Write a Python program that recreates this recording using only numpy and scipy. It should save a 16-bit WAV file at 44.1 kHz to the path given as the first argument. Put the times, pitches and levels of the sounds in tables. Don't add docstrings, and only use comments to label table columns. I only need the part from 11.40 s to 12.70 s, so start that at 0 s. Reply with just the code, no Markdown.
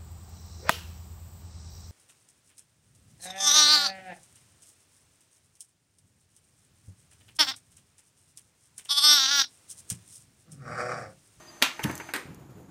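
import sys
import numpy as np
from scipy import signal
from scipy.fft import rfft, irfft
from scipy.io import wavfile

SR = 44100
rng = np.random.default_rng(int(sys.argv[2]) if len(sys.argv) > 2 else 0)


def wav_record(signal):
    frames = np.transpose(np.atleast_2d(signal))
    bounded = np.clip(frames, -1, 1)
    quanta = np.round(bounded * 32767).astype(np.int16)
    wavfile.write(sys.argv[1], SR, quanta)


N = 57330
T = np.arange(N) / SR


def from_db(db):
    return 10 ** (np.asarray(db) / 20)


def noise(spectrum):
    hz, db = np.transpose(spectrum)
    f = np.maximum(np.arange(N // 2 + 1) * SR / N, 1)
    gain = from_db(np.interp(np.log(f), np.log(hz), db)) * np.minimum(f / hz[0], 1) ** 2
    x = irfft(rfft(rng.standard_normal(N)) * gain, N)
    return x / x.std()


def drift(hz):
    return noise([(1, 0), (hz, 0), (hz * 10, -60)])


def tone(hz):
    return np.sqrt(2) * np.sin(2 * np.pi * np.cumsum(hz) / SR)


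def chirp(centre_s, sigma_s, hz, hz_per_s, db):
    offset = T - centre_s
    envelope = from_db(db) * np.exp(-.5 * (offset / sigma_s) ** 2)
    return envelope * tone(np.maximum(hz + hz_per_s * offset, 0))


def bursts(hits, spectrum, db, attack_s, t60):
    power = 0
    for onset, hit_db in hits:
        age = np.maximum(T - onset, 0)
        envelope = from_db(db + hit_db - 60 * age / t60) * np.minimum(age / attack_s, 1)
        power = power + envelope ** 2
    return np.sqrt(power) * noise(spectrum)


def ring(hits, modes, db, scatter_db):
    out = np.zeros(N)
    for onset, hit_db in hits:
        age = np.maximum(T - onset, 0)
        for k, (hz, mode_db, t60) in enumerate(modes):
            start_db = db + hit_db + mode_db + scatter_db * rng.normal()
            out += (-1) ** k * from_db(start_db - 60 * age / t60) * np.sin(2 * np.pi * hz * age)
    return out


def room(x, db, t60):
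    tail = rng.standard_normal(N) * from_db(-60 * T / t60) * (T > .003)
    return x + from_db(db) * signal.fftconvolve(x, tail / np.linalg.norm(tail))[:N]


def high_pass(x, hz):
    return signal.sosfilt(signal.butter(2, hz, "high", fs=SR, output="sos"), x)


# (frequency [Hz], relative density [dB])
HUSH_SPECTRUM = [(15, -46), (25, -23), (128, -7.5), (383, -12.5), (501, -15.5), (927, -17.5), (2780, -35),
                 (6040, -36), (6900, -25), (8100, -36.5), (15000, -40)]

def hush():
    return from_db(-58.5) * noise(HUSH_SPECTRUM)


# (time [s], relative level [dB])
MOTOR_EFFORT = [(0, 1), (.1, 0), (.21, 0.5), (.37, 1), (.5, 8.5), (.66, 3.5), (.72, 3), (.78, -47),
                (.9, -50)]
# (frequency [Hz], relative level [dB])
GEAR_PARTIALS = [(170, -69), (339, -62), (619, -65.5), (1227, -67), (1857, -67.5), (9450, -84)]
# (frequency [Hz], relative density [dB])
WHIRR_SPECTRUM = [(59, -37.5), (100, -12.5), (345, -10.5), (570, -17.5), (633, -3.5), (4000, -16),
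                  (4840, -13), (5600, -26), (6220, -14), (15000, -28)]

def motor():
    mesh_hz, shaft_hz = 6220, 174
    whine = [(mesh_hz, -62.5), (mesh_hz - shaft_hz, -75.5), (mesh_hz + shaft_hz, -75.5)]
    partials = whine + list(GEAR_PARTIALS)
    speed = 1 + .00035 * drift(30)
    tones = sum(from_db(db + 1.3 * drift(25)) * tone(hz * speed) for hz, db in partials)
    whirr = from_db(-55.5) * noise(WHIRR_SPECTRUM)
    effort = from_db(np.interp(T, *np.transpose(MOTOR_EFFORT)))
    return effort * (tones + whirr)


def motor_squeak():
    return chirp(centre_s=.092, sigma_s=.011, hz=4820, hz_per_s=-4600, db=-51.5)


# (frequency [Hz], relative density [dB])
CATCH_SPECTRUM = [(150, -5.5), (700, -3), (1800, 3), (3500, -11), (6000, -13.5), (10000, -17), (15000, -22)]

def catch():
    return bursts([(.2174, 0)], CATCH_SPECTRUM, db=-28, attack_s=.0008, t60=.06)


# (time [s], relative level [dB])
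PLUNGER_HITS = [(.2231, 1), (.2243, -1), (.2257, -7.5)]
# (frequency [Hz], relative density [dB])
PLUNGER_CRACK = [(100, -29), (200, -8.5), (800, -8), (1400, -4.5), (2000, -4), (2700, 2), (3900, 2),
                 (4800, -0.5), (5600, -12.5), (6700, -10), (9000, -17.5), (15000, -15.5)]
PLUNGER_TAIL = [(60, -29), (110, -21.5), (190, -15.5), (262, -3.5), (360, -21.5), (760, -8.5), (1000, -4.5),
                (1600, -5.5), (2300, -3.5), (3600, -6.5), (5400, -13.5), (7000, -15.5), (10000, -27),
                (15000, -30.5)]
# (frequency [Hz], relative level [dB], T60 [s])
SHELL_MODES = [(991, -34, .25), (1373, -28.5, .24), (1757, -33, .17), (2063, -36, .24), (2456, -29, .22),
               (2612, -35, .19), (2777, -29.5, .25), (2928, -32, .16), (3196, -31.5, .2),
               (3365, -30.5, .19), (3483, -32, .22), (3732, -30, .18), (4057, -32, .14), (6045, -37, .16)]
BODY_MODES = [(64, -57, 0.18), (214, -34, 0.037), (274, -31.5, 0.13), (385, -32, 0.063), (582, -26, 0.036),
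              (835, -27, .05)]

def plunger():
    strike = PLUNGER_HITS[:1]
    crack = bursts(PLUNGER_HITS, PLUNGER_CRACK, db=-6.5, attack_s=.00054, t60=.015)
    tail = bursts(strike, PLUNGER_TAIL, db=-23.5, attack_s=.002, t60=.31)
    treble_spectrum = [(2000, -15), (4000, 3.5), (7000, -1.5), (15000, -9)]
    treble = bursts(strike, treble_spectrum, db=-26, attack_s=.0016, t60=.15)
    shell = ring(strike, SHELL_MODES, db=-.5, scatter_db=1.7)
    body = ring(strike, BODY_MODES, db=0, scatter_db=-.3)
    return crack + tail + treble + shell + body


# (time [s], relative level [dB])
KNOCK_HITS = [(.3922, -29), (.4960, -29), (.5985, -30), (.6880, -35)]
# (frequency [Hz], relative density [dB])
KNOCK_SPECTRUM = [(120, -30), (300, 4), (600, -7.5), (900, 6), (1150, -5), (1400, 0), (1750, 2.5),
                  (2000, -1.5), (2270, 4.5), (2500, -6.5), (2850, -8.5), (3300, -21), (4200, -20.5),
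                  (12000, -29)]

def knocks():
    direct = bursts(KNOCK_HITS, KNOCK_SPECTRUM, db=1, attack_s=.0015, t60=.055)
    tail = bursts(KNOCK_HITS, KNOCK_SPECTRUM, db=-9.5, attack_s=.0094, t60=.25)
    return direct + tail


# (time [s], frequency [Hz], level of the fundamental [dB])
SKID_PATH = [(0.427, 2900, -60), (0.433, 3060, -43.5), (.435, 3170, -39), (0.4378, 3440, -38.5),
             (.4405, 2802, -29), (0.442, 1994, -31), (0.4446, 1240, -33.5), (0.45, 900, -68)]

def ball_skid():
    times, hz, db = np.transpose(SKID_PATH)
    pitch = np.interp(T, times, hz) * (1 + .09 * drift(570))
    squeak = tone(pitch) + from_db(-1.5) * tone(2 * pitch)
    hiss = from_db(-1) * noise([(800, -2), (3000, -15), (6500, -6), (10000, 0), (15000, -5.5)])
    envelope = from_db(np.interp(T, times, db)) * (T > times[0]) * (T < times[-1])
    return room(envelope * (squeak + hiss), db=-11, t60=.22)


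# (frequency [Hz], relative level [dB], T60 [s])
FLOOR_MODES = [(88, -41, .7), (130, -34, .42), (214, -35, .22), (302, -33.5, .4)]
# (frequency [Hz], relative density [dB])
THUD_SPECTRUM = [(50, -14), (120, -4.5), (230, 0), (420, -9), (700, -14), (930, -6.5), (1200, -14),
                 (1800, -11), (3500, -35), (8000, -33), (15000, -40)]

def ball_thud():
    hit = [(.4455, 0)]
    push = chirp(centre_s=.4535, sigma_s=.0083, hz=176.6, hz_per_s=6000, db=-28)
    boom = high_pass(ring(hit, FLOOR_MODES, db=0, scatter_db=.3), hz=60)
    thud = bursts(hit, THUD_SPECTRUM, db=-30, attack_s=.0029, t60=.37)
    return push + boom + thud


# (time [s], relative level [dB])
TICK_HITS = [(.5125, -32), (.5538, -28), (.5780, -28.5), (.671, -49), (.946, -44.5)]
# (frequency [Hz], relative density [dB])
TICK_SPECTRUM = [(1000, -26), (3300, -15), (5000, -4), (8000, 0), (12000, -1), (15000, -3)]

def ticks():
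    snap = bursts(TICK_HITS, TICK_SPECTRUM, db=0, attack_s=.0002, t60=.009)
    tail = bursts(TICK_HITS, TICK_SPECTRUM, db=-16, attack_s=.0018, t60=.061)
    return snap + tail


# (time [s], relative level [dB])
LATCH_HITS = [(.7368, 1), (.7453, -12), (.7615, -5.5)]
# (frequency [Hz], relative density [dB])
CLACK_SPECTRUM = [(88, -42), (150, -13.5), (1430, -1), (4910, -9.5), (5840, -20.5), (8410, -10.5),
                  (9630, -15), (11500, -16), (15000, -19)]
CLACK_TAIL = [(88, -51), (150, -37), (324, -1), (525, -16.5), (1700, -3), (1950, -2), (2970, -15.5),
              (3820, -15.5), (7640, -23), (8580, -23), (15000, -29)]
SPRING_SPECTRUM = [(7000, -40), (8200, -14), (8400, 0), (8680, 0), (8900, -14), (10500, -40)]
# (frequency [Hz], relative level [dB], T60 [s])
LATCH_RESONANCES = [(1228, -39, .2), (1530, -38, .22), (1820, -42, .28), (2225, -42, .22)]

def latch():
    drop = LATCH_HITS[:1]
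    clack = bursts(LATCH_HITS, CLACK_SPECTRUM, db=-19.5, attack_s=.0003, t60=.022)
    early_tail = bursts(drop, CLACK_TAIL, db=-29, attack_s=.012, t60=.24)
    late_spectrum = [(200, 0), (400, 2.5), (700, -5), (2200, -4), (4000, -15), (12000, -27.5)]
    late_tail = bursts(drop, late_spectrum, db=-40.5, attack_s=.018, t60=.6)
    spring = bursts(drop, SPRING_SPECTRUM, db=-45, attack_s=.004, t60=.29)
    ringing = ring(drop, LATCH_RESONANCES, db=1.5, scatter_db=-.5)
    return clack + early_tail + late_tail + spring + ringing


# (time [s], relative level [dB], frequency of the pat [Hz])
FOOTFALLS = [(.8555, -41, 260), (.8915, -43, 160), (.9030, -43, 150), (.9725, -49, 130), (1.0065, -45, 140),
             (1.0230, -46, 160), (1.0935, -41, 220), (1.1515, -47, 170), (1.1725, -45, 140),
             (1.2180, -50, 300), (1.2840, -45, 170)]
# (time [s], relative level [dB])
SCUFF_HITS = [(.99, -52), (1.10, -56.5), (1.168, -53), (1.195, -53), (1.22, -58)]
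# (frequency [Hz], relative density [dB])
RUMBLE_SPECTRUM = [(30, -22), (65, -10.5), (120, 3), (190, -1.5), (330, -3), (550, -20.5), (1100, -20.5),
                   (2200, -29.5), (6000, -39.5)]
SCUFF_SPECTRUM = [(200, -8), (350, 6.5), (700, -2.5), (1400, -20), (2500, -36), (8000, -26.5)]

def footfalls():
    decay_cycles = 4.8
    pats = sum(ring([(onset, db)], [(hz, 0, decay_cycles / hz)], db=8, scatter_db=2.5)
               for onset, db, hz in FOOTFALLS)
    hits = [(onset, db) for onset, db, _ in FOOTFALLS]
    rumble = bursts(hits, RUMBLE_SPECTRUM, db=-4.5, attack_s=.0043, t60=.42)
    scuffs = bursts(SCUFF_HITS, SCUFF_SPECTRUM, db=5, attack_s=.008, t60=.12)
    return high_pass(pats, hz=60.5) + rumble + scuffs


def scene():
    launcher = motor() + motor_squeak() + catch() + plunger() + knocks() + latch()
    ball = ball_skid() + ball_thud()
    return (launcher + ball + ticks() + footfalls() + hush())[None]


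def record(dry):
    rounded = .8 * np.tanh(dry / .8)
    low_pass = signal.ellip(12, .1, 70, 15400, fs=SR, output="sos")
    return signal.sosfilt(low_pass, rounded)


dry = scene()
out = record(dry)
wav_record(out)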